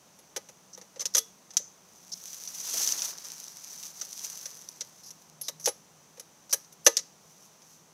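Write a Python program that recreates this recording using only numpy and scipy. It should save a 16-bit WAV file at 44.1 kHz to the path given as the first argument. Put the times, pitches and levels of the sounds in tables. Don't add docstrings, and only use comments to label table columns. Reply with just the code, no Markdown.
import sys
import numpy as np
from scipy import signal
from scipy.fft import rfft, irfft, next_fast_len
from scipy.io import wavfile
from scipy.ndimage import map_coordinates

SR = 44100
rng = np.random.default_rng(int(sys.argv[2]) if len(sys.argv) > 2 else 0)


def dump_mix(stems):
    frames = np.atleast_2d(stems).T
    limited = np.clip(frames, -1, 1)
    pcm = np.round(limited * 32767).astype(np.int16)
    wavfile.write(sys.argv[1], SR, pcm)


N = 349922

# f/Hz, level/dB
AIR_BAND = [(20, -34), (45, -8), (65, -6.5), (110, -3.5), (170, 5.5), (215, 1.5), (290, -3.5), (500, -2.5),
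            (1000, -3.5), (1700, -11), (3000, -12.5), (6000, -14.5), (10000, -17), (15500, -20.5)]
# t/s, f/Hz, level/dB
DRONE_PATH = [(0, 188.7, -73), (2.2, 184.6, -72), (3.2, 161.7, -70), (4.8, 154, -77), (5.5, 155.6, -62.5),
              (6.199, 158, -74.5), (7.95, 159.4, -67.5)]
# f/Hz, T60/s
TRUNK_DECAY = [(200, .25), (500, 0.17), (1500, 0.34), (5000, 0.4), (12000, 0.32)]

# t/s, level/dB
TREAD_LEVELS = [(1.85, -70.5), (2.3, -50), (2.52, -49), (2.8, -33), (2.92, -35), (2.97, -40.5),
                (3.1, -42.5), (3.16, -58.5), (3.24, -49), (3.55, -54), (3.74, -49.5), (3.92, -56.5),
                (4.0, -49), (4.1, -51.5), (4.27, -47), (4.52, -52.5), (4.66, -59), (5.3, -69)]
# t/s, level/dB
BOOT_SCUFFS = [(3.05, -39.5), (3.853, -46.5), (4.25, -41)]
# t/s, level/dB
SLEEVE_BRUSHES = [(7.3, -58.5), (7.45, -53.5), (7.73, -51.5)]
# t/s, level/dB, woody body re crack/dB
TWIG_SNAPS = [(2.475, -51.5, 3.5), (2.794, -49, -11), (2.8745, -39, -0.5), (2.889, -38.5, -6),
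              (2.922, -42.5, 5), (2.993, -45.5, -3), (3.0201, -42, 3), (3.0562, -46, -11),
              (3.183, -55, 1.5), (3.254, -55, -4), (3.302, -54.5, 3), (3.481, -53.5, -8), (3.834, -48, -17),
              (4.129, -47, -16), (4.193, -50.5, -15), (4.246, -54, 5), (4.688, -48.5, -25)]
# f/Hz, level/dB
CRUSH_BAND = [(80, -30), (220, 1), (550, 0), (1000, 3.5), (1800, 1), (3200, -6.5), (5000, 4), (9000, -26)]
RUSTLE_BAND = [(1000, -20.5), (2500, -7), (4200, -1.5), (6000, 1.5), (8500, -3), (12500, -1), (15500, -8)]
WOOD_BAND = [(600, -22), (2000, -17), (4000, -7), (6000, -2), (9000, -31)]
THUD_BAND = [(120, -21), (300, -2), (600, 6), (1000, -12), (2000, -38)]

# t/s, duration/s, centre f/Hz, level/dB, treble edge re scrape/dB
SLIDE_STROKES = [(.729, 0.026, 5750, -54, -18), (1.138, .012, 5300, -42, -7),
                 (2.117, 0.026, 5050, -41, -17), (5.031, 0.071, 5230, -55.5, -3),
                 (5.43, .054, 4900, -50.5, -6), (5.608, 0.033, 5900, -58, 1), (5.641, .014, 5740, -44, -5),
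                 (6.506, 0.016, 5500, -46, -8), (6.846, .02, 5740, -51.5, 6)]
# t/s, level/dB, weight (stock knock re clack)/dB, treble edge re clack/dB
IMPACTS = [(0.189, -66, 4, 10), (0.3626, -39.5, 2.5, -1), (0.488, -57.5, 3.5, 2), (.776, -59, 10, 5.5),
           (.814, -56, 0, -5), (.96, -60.5, 10, -14), (0.9948, -45, -8.5, -9), (1.005, -40.5, -16, -9),
           (1.015, -43, -5.5, -3), (1.055, -33.5, -18.5, -3.5), (1.149, -27.5, -12, -4),
           (1.167, -34, -5.5, 4.5), (1.181, -29, -19, 3), (1.506, -55, -13, -10), (1.536, -58, -13, -2),
           (1.5689, -27.5, -31, -7), (1.596, -76.5, 23.5, 4), (4.013, -42, -12, -16), (4.456, -44, -11, -4),
           (4.8086, -39.5, -14.5, -9), (5.106, -52, -28, 1), (5.413, -49.5, -14, 11),
           (5.483, -38.5, -7.5, 0.5), (5.598, -56.5, -12, 6), (5.658, -30.5, -21, 0), (5.672, -38.5, 11, 1),
           (5.684, -39.5, -6, 4), (6.173, -64, 9, 3), (6.197, -50, -7.5, 5), (6.495, -57, -3, 0),
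           (6.5271, -32.5, -11, 5), (6.533, -31.5, -8, 6.5), (6.646, -63, -27, -6), (6.725, -62, -11, 7.5),
           (6.8643, -21, -2.5, -2), (6.868, -27, -2, 1.5), (6.9687, -27.5, -23.5, -6),
           (6.9886, -41, -16, -9), (7.62, -62.5, -15, -6)]
# f/Hz, level/dB, T60/s
STOCK_MODES = [(339, -7, 0.072), (437, -5.5, 0.068), (489, 4.5, 0.049), (550.4, 2.5, 0.069),
               (615, -2.5, 0.056), (818, -8.5, 0.071)]
# f/Hz, level/dB, T60/s
STEEL_MODES = [(933, 13, 0.097), (1240, 10.5, 0.13), (1280, -14, 0.045), (1590, -4.5, 0.045),
               (1778, 0, 0.1), (1987, 11, 0.1), (2280, 1.5, .06), (2570, -8, 0.12), (2630, 3.5, 0.032),
               (3030, 0, 0.0577), (3350, 6, 0.07), (3630, -17, 0.03), (3980, -24, 0.042), (4000, 9, 0.1),
               (4600, 4, .05), (4480, 7.5, 0.11), (4830, -3, 0.091)]
# t/s, f/Hz, level/dB, T60/s
RINGING_PARTS = [(1.151, 3340, -37, 0.28), (1.182, 440, -42, 0.19), (5.415, 11060, -35, 0.057),
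                 (5.485, 3830, -36.5, 0.02), (5.678, 10500, -32, 0.095), (5.675, 783, -40, 0.039),
                 (6.865, 445, -29.5, 0.16), (6.865, 1690, -29, .055), (6.866, 2710, -28, .04)]
# f/Hz, level/dB
STOCK_BAND = [(100, -48), (240, -24), (340, -9), (510, 9.5), (620, 2.5), (720, -35), (1200, -52.5)]
STEEL_BAND = [(300, -32.5), (850, -1), (1700, 4), (2600, -1.5), (4200, -4.5), (6000, -34), (9000, -42)]
CONTACT_BAND = [(1500, -25), (3200, -4), (4800, 0.5), (5700, 4), (6500, 1.5), (8000, -4.5), (11000, -22),
                (16000, -41.5)]
TREBLE_BAND = [(5000, -41), (8000, -4), (11300, 6), (13000, -1), (15500, -10)]
SPRING_BAND = [(2100, -38), (4700, -18), (6400, 6), (8600, -16), (12000, -43)]

# f/Hz, bandwidth/Hz, resonant path re direct path/dB
PORT_RESONANCE = [(6075, 616, 11)]


def amp(db):
    return 10 ** (np.asarray(db) / 20)


def unit(x):
    return x / np.sqrt(np.mean(x ** 2) + 1e-20)


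def unit_energy(x):
    return x / np.sqrt(np.sum(x ** 2) / (SR / 100) + 1e-20)


def along(points, hz):
    f, values = np.transpose(points)
    return np.interp(np.log(hz + 1), np.log(f + 1), values)


def wobble(rate):
    return map_coordinates(rng.standard_normal(int(N * rate / SR) + 4), [np.arange(N) * rate / SR])


def strokes(rows, rise_db_s, fall_db_s):
    t = np.arange(N) / SR
    return sum(amp(db - np.maximum(rise_db_s * (s - t), fall_db_s * (t - s))) for s, db in rows)


def filtered(x, response):
    size = next_fast_len(len(x) + 4096)
    return irfft(rfft(x, size) * response(np.fft.rfftfreq(size, 1 / SR)), size)[:len(x)]


def coloured(x, band):
    return unit(filtered(x, lambda hz: amp(along(band, hz))))


def add(track, s, sound):
    part = track[round(s * SR):][:len(sound)]
    part += sound[:len(part)]


def crackle(band, rate, spread_db, clump_db, bed_db):
    sizes = amp(spread_db * np.minimum(rng.exponential(size=N), 4.5))
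    signs = np.sign(rng.standard_normal(N))
    grains = unit(sizes * signs * (rng.random(N) < rate / SR))
    clumps = amp(clump_db * wobble(120))
    rubbing = amp(bed_db) * rng.standard_normal(N)
    return coloured((grains + rubbing) * clumps, band)


def burst(t, band, length, attack=0.00015, snap_db=-40, tail_db=-20, tail_t60=0.18,
          tilt_db=0, uneven_db=4):
    hz = np.fft.rfftfreq(len(t), 1 / SR)
    group_hz = np.arange(1, 60) * 280
    group_db = tilt_db * np.log2(group_hz / group_hz[0]) + uneven_db * rng.standard_normal(len(group_hz))
    colour = amp(along(band, hz) + np.interp(hz, group_hz, group_db))
    noise = irfft(rfft(rng.standard_normal(len(t))) * colour, len(t))
    snap = amp(snap_db) * np.exp(-t / 0.00074)
    chatter = np.exp(-(t / length) ** 3)
    tail = amp(tail_db - 60 * t / tail_t60)
    return unit_energy(noise * (snap + chatter + tail) * (1 - np.exp(-t / attack)))


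def ring(t, modes, attack):
    hz, db, t60 = np.transpose(modes)[:, :, None]
    level = db + 2 * rng.standard_normal(hz.shape)
    phase = rng.uniform(0, 2 * np.pi, hz.shape)
    partials = amp(level - 60 * t / t60) * np.sin(2 * np.pi * hz * t + phase)
    return unit_energy(partials.sum(0) * (1 - np.exp(-t / attack)))


def forest():
    air = amp(-60.5 + 0.44 * wobble(2.3)) * coloured(rng.standard_normal(N), AIR_BAND)
    s, hz, db = np.transpose(DRONE_PATH)
    t = np.arange(N) / SR
    phase = 2 * np.pi * np.cumsum(np.interp(t, s, hz)) / SR
    drone = unit(wobble(12) * np.sin(phase) + wobble(9) * np.cos(phase))
    return air + amp(np.interp(t, s, db)) * drone


def trunk_echoes(x, build_s=0.0074):
    hz, t, noise = signal.stft(rng.standard_normal(SR), SR, nperseg=256)
    envelope = amp(-60 * t / along(TRUNK_DECAY, hz)[:, None]) * (1 - np.exp(-t / build_s))
    tail = signal.istft(noise * envelope, SR, nperseg=256)[1]
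    return signal.fftconvolve(x, tail / np.linalg.norm(tail))[:N]


def leaves(settle_s=0.18):
    s, db = np.transpose(TREAD_LEVELS)
    tread_db = np.interp(np.arange(N) / SR, s, db, left=-120, right=-120)
    stir = np.hypot(amp(tread_db - 2.5), strokes(BOOT_SCUFFS, rise_db_s=370, fall_db_s=480))
    pole = np.exp(-1 / (settle_s * SR))
    load = (stir + signal.lfilter([1 - pole], [1, -pole], stir)) / 2
    crush = load * crackle(CRUSH_BAND, rate=2000, spread_db=4, clump_db=1.5, bed_db=-1)
    rustle = stir * crackle(RUSTLE_BAND, rate=1700, spread_db=2.3, clump_db=2, bed_db=-2.5)
    capped_stir = np.minimum(stir, amp(-53))
    singles = capped_stir * crackle(RUSTLE_BAND, rate=130, spread_db=3.6, clump_db=2, bed_db=-40)
    return amp(-8) * crush + amp(1.3) * rustle + amp(-2.5) * singles


def sleeve():
    friction = crackle(RUSTLE_BAND, rate=3400, spread_db=4, clump_db=1.5, bed_db=1)
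    return amp(-9) * strokes(SLEEVE_BRUSHES, rise_db_s=110, fall_db_s=160) * friction


def footfall(s=2.735, db=-44):
    out, t = np.zeros(N), np.arange(SR // 10) / SR
    add(out, s, amp(db) * burst(t, THUD_BAND, length=0.035, attack=0.0026))
    return out


def twigs():
    out, t = np.zeros(N), np.arange(SR // 20) / SR
    for s, db, body_db in TWIG_SNAPS:
        body = amp(body_db + 2) * burst(t, WOOD_BAND, length=0.0068, snap_db=5)
        crack = amp(0.9) * burst(t, CONTACT_BAND, length=0.0037, snap_db=11)
        edge = amp(-3.5) * burst(t, TREBLE_BAND, length=0.01, snap_db=7)
        add(out, s, amp(db) * (body + crack + edge))
    return out


def slides(swell_db=1.5):
    out = np.zeros(N)
    slips = crackle([(1000, 0), (16000, 0)], rate=2000, spread_db=3, clump_db=1.5, bed_db=-6)
    edge = crackle(TREBLE_BAND, rate=2800, spread_db=2.5, clump_db=1, bed_db=-11)
    for s, duration, hz, db, edge_db in SLIDE_STROKES:
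        start, n = round(s * SR), round(duration * SR)
        span = slice(start, start + n)
        envelope = amp(db + swell_db * np.linspace(-0.5, 0.5, n)) * signal.windows.tukey(n, 0.2)
        resonance = [(hz / 2, -38), (hz / 1.42, -14), (hz, 0), (hz * 1.4, -14), (hz * 1.9, -35)]
        scrape = coloured(slips[span], resonance) + amp(edge_db) * unit(edge[span])
        add(out, s, envelope * scrape)
    return out


def spring(s=1.576, db=-45):
    out, t = np.zeros(N), np.arange(SR // 3) / SR
    add(out, s, amp(db) * burst(t, SPRING_BAND, length=0.005, tail_db=0, tail_t60=0.39, uneven_db=2))
    return out


def stock_knock(t, contact_s, cutoff_hz=340):
    modes = amp(1) * ring(t, STOCK_MODES, attack=0.0059)
    noise = amp(-3) * burst(t, STOCK_BAND, 1.36 * contact_s, attack=0.0038, uneven_db=3)
    highpass = signal.butter(3, cutoff_hz, 'high', fs=SR, output='sos')
    return signal.sosfilt(highpass, modes + noise)


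def receiver_ring(t, contact_s, weight_db):
    tilt_db = np.clip(0.44 * (-weight_db - 8.5), 0, 6)
    lowest_hz = STEEL_MODES[0][0]
    tilted = [(hz, db + tilt_db * np.log2(hz / lowest_hz), t60) for hz, db, t60 in STEEL_MODES]
    modes = amp(-5.5) * ring(t, tilted, attack=0.00055)
    return modes + burst(t, STEEL_BAND, 1.23 * contact_s, attack=0.00028, snap_db=-3.5,
                         tail_db=-5, tail_t60=0.11, tilt_db=tilt_db + 1.5)


def rifle():
    out, t = np.zeros(N), np.arange(SR // 6) / SR
    for s, db, weight_db, edge_db in IMPACTS:
        doublings = (weight_db + 2.5) / 52 - max(db + 35, 0) / 110
        contact_s = 0.0098 * 2 ** doublings
        knock = amp(weight_db) * stock_knock(t, contact_s)
        steel = amp(0.48 * weight_db - 1.3) * receiver_ring(t, contact_s, weight_db)
        clack = burst(t, CONTACT_BAND, 1.48 * contact_s, snap_db=6.5,
                      tail_db=-6.5, tail_t60=0.086, uneven_db=0.5)
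        edge = burst(t, TREBLE_BAND, 1.46 * contact_s, snap_db=-1, tail_db=-7, tail_t60=0.11, uneven_db=3)
        add(out, s, amp(db) * (knock + steel + amp(1.5) * clack + amp(edge_db - 1.5) * edge))
    for s, hz, db, t60 in RINGING_PARTS:
        cluster = [(hz * (1 + 0.013 * k), -k, t60) for k in range(5)]
        add(out, s, amp(db) * ring(t, cluster, attack=0.0005))
    return out


def scene():
    direct = rifle() + spring() + slides() + twigs() + leaves() + sleeve() + footfall()
    return (direct + amp(-24) * trunk_echoes(direct) + forest())[None]


def record(dry, low_hz=61, top_hz=15600):
    def port(f):
        return 1 + sum(amp(db) * 1j * f * width / (hz ** 2 - f ** 2 + 1j * f * width)
                       for hz, width, db in PORT_RESONANCE)

    def passband(f):
        return (1j * f / (low_hz + 1j * f)) ** 2 / np.sqrt(1 + (f / top_hz) ** 200)

    pressure = filtered(dry[0], port)
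    saturated = pressure / (1 + np.abs(pressure) ** 6) ** (1 / 6)
    return filtered(saturated, passband)[None]


dry = scene()
out = record(dry)
dump_mix(out)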